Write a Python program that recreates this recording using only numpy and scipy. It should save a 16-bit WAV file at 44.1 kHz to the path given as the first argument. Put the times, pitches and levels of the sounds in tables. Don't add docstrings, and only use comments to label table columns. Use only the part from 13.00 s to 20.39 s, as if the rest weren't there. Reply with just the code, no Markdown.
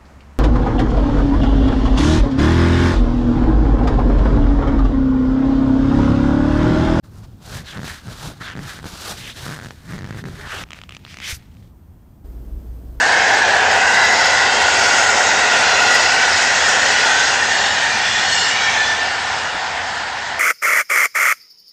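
import sys
import numpy as np
from scipy import signal
from scipy.fft import rfft, irfft
from scipy.io import wavfile
from scipy.ndimage import uniform_filter1d

SR = 44100
rng = np.random.default_rng(int(sys.argv[2]) if len(sys.argv) > 2 else 0)


def gain_from_db(level_db):
    decades = np.asarray(level_db, float) / 20
    return 10 ** decades


def file_out(sig):
    cols = np.atleast_2d(sig).T
    lim = np.clip(cols, -1, 1)
    pcm = np.round(lim * 32767).astype(np.int16)
    wavfile.write(sys.argv[1], SR, pcm)


N = 326031

# (mean [dB], share of load, share of nearness, share of couplings, smooth treads [dB])
WIND, RUMBLE = (-48, 0.55, -0.2, -0.2, 2), (-39.5, 0.26, 0.42, 0.1, 2.5)
SLEEPERS, FOOT = (-33, 1.25, 0.12, -0.26, -0.5), (-22, 1.04, -0.04, 0.03, 1.1)
DISCS, HISS = (-23.5, 0.07, 0.45, -0.8, 0.5), (-24.5, -0.26, 1.05, 0.25, -2.2)
RAIL_LOW, RAIL_UP = (-20, 0.41, 0.3, 0.85, -5), (-21, 0.15, 0.73, 0.2, -0.8)
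WEB, AIR = (-26.5, 1.14, 1.04, 0.4, -1), (-58.5, .1, 1.2, .6, -0.5)


def in_time(rows):
    s, *columns = np.transpose(rows)
    return [np.interp(np.arange(N) / SR, s, column) for column in columns]


def hump(s, half_s):
    return np.exp(-((np.arange(N) / SR - s) / half_s) ** 2)


def rms_one(x):
    return x / np.sqrt(np.mean(np.abs(x) ** 2) + 1e-20)


def drift(rate):
    pole = np.exp(-80 * np.pi * rate / SR)
    noise = rng.standard_normal(N // 40 + 2002)
    slow = signal.lfilter([1], [1, -2 * pole, pole * pole], noise)[2000:]
    return np.interp(np.arange(N) / 40, np.arange(len(slow)), rms_one(slow))


def coloured(outline):
    hz = np.maximum(np.fft.rfftfreq(N, 1 / SR), 1)
    outline_hz, outline_db = np.transpose(outline)
    shape_db = np.interp(np.log(hz), np.log(outline_hz), outline_db, -120, -120)
    return rfft(rng.standard_normal(N)) * gain_from_db(shape_db)


def narrow(hz, width_hz):
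    white = rng.standard_normal((2, len(hz) + 1999))
    low_pass = signal.butter(2, width_hz / 2, fs=SR, output="sos")
    swell = signal.sosfilt(low_pass, white[0] + 1j * white[1])[1999:]
    carrier = np.exp(2j * np.pi * np.cumsum(hz) / SR)
    return np.sqrt(2) * np.real(rms_one(swell) * carrier)


def smooth_treads():
    from_s, change_s = 4.45, .15
    return np.clip((np.arange(N) / SR - from_s) / change_s / 2 + .5, 0, 1)


def part_db(part):
    # (time [s], level [dB])
    load_rows = [(0.0, -20), (0.61, -18), (1.01, -19.5), (2.96, -20), (3.58, -22.5), (3.85, -21),
                 (5.12, -26), (5.78, -25), (7.37, -29), (7.39, -28)]
    # (time [s], level [dB])
    near_rows = [(0.0, -25), (0.68, -26.5), (1.25, -23.5), (1.5, -24.5), (1.95, -21.5), (2.35, -23.5),
                 (3.0, -22), (3.6, -23), (4.2, -23), (4.55, -25.5), (4.9, -25), (5.33, -26), (5.7, -27),
                 (6.13, -31), (7.39, -38)]
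    # (time [s], level [dB])
    coupling_rows = [
        (0.0, 1.5),
        (0.92, 5.5),
        (1.95, 3),
        (2.95, 1.5),
        (4.15, 1.5),
        (5.3, 3),
    ]
    load, near = in_time(load_rows)[0], in_time(near_rows)[0]
    couplings = sum(db * hump(s, half_s=0.17) for s, db in coupling_rows)
    mean_db, of_load, of_near, of_couplings, smooth_db = part
    level_db = mean_db + of_load * (load - load.mean()) + of_near * (near - near.mean())
    return level_db + of_couplings * couplings + smooth_db * smooth_treads()


def roar(parts_db, outline, low_hz, high_hz, patchy_db, throb_db):
    part_hz = [55, 170, 460, 880, 3000, 6200]
    flutter_rate = 8.5
    noise = coloured(outline)
    hz = np.maximum(np.fft.rfftfreq(N, 1 / SR), 1)
    place = 4 * np.log2(hz / low_hz)
    out, shared = np.zeros(N), drift(4.0)
    for k in range(int(4 * np.log2(high_hz / low_hz)) + 1):
        band = irfft(noise * np.clip(1 - np.abs(place - k), 0, 1), N)
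        centre = np.log(low_hz * 2 ** (k / 4))
        level_db = 0
        for part, one in zip(parts_db, np.eye(len(parts_db))):
            share = np.interp(centre, np.log(part_hz[-len(parts_db):]), one)
            level_db = level_db + share * (part - np.mean(part))
        flicker_db = patchy_db * (drift(3.9) + 0.4 * shared)
        throb = throb_db * drift(flutter_rate)
        out += band * gain_from_db(level_db + flicker_db + throb)
    return rms_one(out)


def rolling_roar(parts):
    # (frequency [Hz], level [dB per Hz])
    low_colour = [(15, -62), (25, -40.5), (86, -11), (152, -19), (233, -14), (335, -16.5), (409, -10.5),
                  (628, -6.5), (741, 0.5), (950, -2), (1140, -9), (1300, -13), (1690, -13), (2860, -120)]
    # (frequency [Hz], level [dB per Hz])
    high_colour = [(1000, -28), (1250, -3.5), (1700, 2), (2100, -2), (2280, -4), (2700, -6.5), (3300, -5.5),
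                   (4400, -6.5), (5200, -5.5), (5800, -9), (6500, -8.5), (7500, -12), (8100, -16.5),
                   (8700, -21), (9200, -24.5)]
    low = gain_from_db(-21.0) * roar(parts, low_colour, 24.4, 1500, patchy_db=.5, throb_db=.5)
    high = gain_from_db(-20.0) * roar(parts[4:], high_colour, 1025, 10000, patchy_db=0.26, throb_db=1.57)
    return low + high


def rail():
    # (time [s], lower [Hz], upper [Hz], swell of the upper [dB])
    resonances = [(0.0, 1571, 1810, .1), (0.55, 1549, 1900, -0.5), (1.0, 1526, 2000, 2),
                  (1.4, 1502, 1950, 3), (1.75, 1482, 1930, -3.5), (2.2, 1470, 1950, 0),
                  (2.9, 1455, 1945, 0), (3.6, 1494, 1878, 1), (4.2, 1505, 1898, 0), (4.55, 1531, 1835, 1),
                  (5.1, 1521, 1850, 1.5), (6.05, 1480, 1800, -1), (7.39, 1475, 1843, -1.5)]
    # (middle [s], frequency [Hz], half length [s], level [dB])
    whines = [(0.2, 1716, .2, -35), (0.9, 1562, 0.11, -18.5), (1.05, 2004, 0.11, -18.5),
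              (1.9, 1452, .15, -26.5), (2.12, 1440, 0.11, -21), (2.87, 1436, 0.11, -17.5),
              (2.93, 1941, .1, -18), (3.2, 1520, .1, -18), (3.5, 1465, .1, -29), (4.17, 1541, .12, -17),
              (4.45, 1847, .12, -25.5), (4.6, 1800, .15, -25), (4.75, 1825, .1, -23),
              (4.88, 1851, 0.14, -26), (5.15, 1872, .12, -22)]
    low_hz, up_hz, swell_db = in_time(resonances)
    low_db, up_db = part_db(RAIL_LOW), part_db(RAIL_UP) + swell_db
    low = narrow(low_hz, width_hz=200) + gain_from_db(-7.5) * narrow(low_hz * .975, width_hz=69)
    up = narrow(up_hz, width_hz=263) + gain_from_db(-4.5) * narrow(up_hz * .995, width_hz=60)
    singing = gain_from_db(low_db - 4.0) * low + gain_from_db(up_db - 4.5) * up
    return singing + rings(whines, width_hz=35, sink=0.0068, gain_db=-2.0)


def rings(rows, width_hz, sink, gain_db):
    out = np.zeros(N + 2 * SR)
    for s, hz, length, db in rows:
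        along = np.linspace(-1, 1, int(2 * length * SR))
        start = int((s - length + 1) * SR)
        swell = np.cos(along * np.pi / 2) ** 1.05
        out[start:start + len(along)] += gain_from_db(db + gain_db) * swell * narrow(hz * (1 - sink * along), width_hz)
    return out[SR:SR + N]


def rough_wheels():
    # (middle [s], frequency [Hz], half length [s], level [dB])
    bogies = [(0.1, 1700, 0.36, -19), (0.5, 1700, 0.39, -20), (0.95, 1690, .3, -22), (0.2, 2150, 0.34, -27),
              (2.1, 2130, 0.34, -30.5), (3.7, 1720, 0.32, -26), (4.65, 2900, .25, -34),
              (4.75, 1650, .3, -30), (4.9, 2400, 0.27, -30), (5.15, 2870, 0.23, -32), (5.55, 2900, .2, -29),
              (5.65, 2280, 0.2, -24.5), (5.85, 3450, 0.22, -35), (6.1, 2870, 0.28, -36),
              (6.4, 2880, 0.34, -38)]
    modes = [(0.35, 3970, 0.15, -40), (0.83, 2550, 0.11, -29), (0.86, 3250, 0.34, -37),
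             (0.87, 2800, 0.25, -29), (1.0, 3850, 0.21, -34), (1.04, 4930, 0.23, -35.5),
             (1.51, 4710, .18, -34), (1.64, 7100, .17, -37.5), (1.9, 4750, 0.47, -34), (1.9, 5433, .3, -37),
             (2.02, 6200, .15, -33), (2.03, 7740, .17, -38), (2.1, 3550, .2, -36), (2.28, 6590, 0.081, -33),
             (2.28, 7650, 0.19, -36), (2.7, 2500, 0.23, -28), (2.82, 4085, .17, -34.5),
             (2.89, 3250, .17, -32), (3.06, 2630, .33, -32), (3.06, 6770, .1, -31), (3.36, 6900, .16, -37),
             (3.59, 4287, .1, -33), (3.71, 3000, .41, -36), (3.87, 3970, 0.24, -33),
             (4.09, 2456, 0.19, -29), (4.14, 3550, 0.18, -30), (1.25, 5120, .25, -30),
             (1.2, 4720, 0.28, -35), (2.45, 2610, .3, -33)]
    worn = [
        (5.34, 1820, .05, -13.5),
        (5.45, 1820, 0.046, -20),
        (5.53, 1837, 0.036, -19),
        (5.66, 1800, .06, -12),
        (5.80, 1754, 0.053, -9.5),
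        (5.91, 1770, 0.064, -10.5),
        (6.03, 1785, .06, -12.5),
        (6.15, 1784, 0.059, -27),
        (6.27, 1800, .06, -24),
    ]
    out = rings(bogies, width_hz=143, sink=0.00997, gain_db=1.0)
    out += rings(modes, width_hz=78, sink=0.00814, gain_db=-0.5)
    return out + rings(worn, width_hz=28, sink=0.0032, gain_db=-8.5)


def web():
    rough_hz, smooth_hz = 2700, 2850
    hz = rough_hz + (smooth_hz - rough_hz) * smooth_treads()
    loud_db = 5.0 * hump(2.75, half_s=0.32)
    return gain_from_db(part_db(WEB) + loud_db - 9.0) * narrow(hz, width_hz=320)


def axles(rows, modes):
    out = []
    for s, pitch, length, db in rows:
        for hz, mode_db in modes:
            middle_s = s + .025 * rng.standard_normal()
            out.append((middle_s, hz * pitch, length, db + mode_db + 1.0 * rng.standard_normal()))
    return out


def smooth_wheels():
    # (frequency [Hz], level [dB])
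    wheel_a = [(2815, -1), (2930, -3), (3580, -1.5), (4320, 0), (5070, -7), (5470, -5), (6730, -7),
               (7280, -6), (7650, -8)]
    wheel_b = [(2450, -5), (3060, -10), (3450, 0), (4120, -3.5), (5200, -8), (5800, -9), (7360, -14)]
    # (middle [s], pitch factor, half length [s], level [dB])
    axles_a = [
        (4.63, 1, .14, -29.5),
        (5.4, 1, .17, -25),
    ]
    axles_b = [
        (4.4, 1, .15, -32),
        (5.18, 1, .17, -25.5),
        (5.66, .945, .15, -29.5),
        (5.82, .997, .14, -27.5),
    ]
    chords = axles(axles_a, wheel_a) + axles(axles_b, wheel_b)
    return rings(chords, width_hz=85, sink=0.01, gain_db=-1)


def stray_rings(disc_db, hiss_db):
    count, last_wheel_s = 330, 6.1
    when, pitch, length, size = rng.random((count, 4)).T
    s, hz = when * last_wheel_s, 2200 * 3.2 ** pitch
    at = (s * SR).astype(int)
    db = (1 - pitch) * disc_db[at] + pitch * (hiss_db[at] - 2.5) - 13.5 + 6.9 * size
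    rows = np.transpose([s, hz, .1 + .2 * length, db])
    return rings(rows, width_hz=49, sink=0.00604, gain_db=-2.0)


def air():
    # (frequency [Hz], level [dB per Hz])
    air_colour = [(8500, -13), (9500, 7.5), (11000, -1), (12000, -6.5), (13600, -14), (15200, -7),
                  (15800, -8)]
    return gain_from_db(part_db(AIR) + 3.5) * rms_one(irfft(coloured(air_colour), N))


def far_joint():
    # (middle [s], frequency [Hz], half length [s], level [dB])
    knock = [
        (6.55, 240, .009, -30),
    ]
    return rings(knock, width_hz=200, sink=.05, gain_db=0)


def scene():
    parts = [part_db(part) for part in (WIND, RUMBLE, SLEEPERS, FOOT, DISCS, HISS)]
    wheels = rough_wheels() + web() + smooth_wheels() + stray_rings(*parts[4:])
    return (rolling_roar(parts) + rail() + wheels + air() + far_joint())[None]


def thin_treble(x):
    # (frequency [Hz], level [dB])
    treble_step = [(7600, -20), (8300, -10), (8800, 4), (9500, 0), (10800, 3), (11200, -6), (12400, -1),
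                   (13600, 3), (15000, -3), (15800, 6)]
    faintest_db, scatter_db = -92, 4.0
    hz, s, frames = signal.stft(x, SR, nperseg=2048)
    power = uniform_filter1d(np.abs(frames) ** 2, size=41, axis=0)
    local = np.sqrt(uniform_filter1d(power, size=9, axis=1))
    jumps = rng.standard_normal((33, len(s))).repeat(32, axis=0)[:len(hz)]
    jumps = uniform_filter1d(jumps, size=2, axis=1) * np.sqrt(2)
    step_db = np.interp(hz, *np.transpose(treble_step), left=-99)[:, None] + scatter_db * jumps
    faintest = gain_from_db(faintest_db + 3.0 * jumps) * (hz[:, None] > 12200)
    kept = np.abs(frames) > np.maximum(local * gain_from_db(step_db), faintest)
    return signal.istft(frames * kept, SR, nperseg=2048)[1][:N]


def band_limit(x):
    return signal.sosfilt(signal.butter(12, 15830, fs=SR, output="sos"), x)


def record(dry):
    overload = 0.7
    mix = np.clip(thin_treble(dry[0])[None], -overload, overload)
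    return band_limit(mix)


dry = scene()
out = record(dry)
file_out(out)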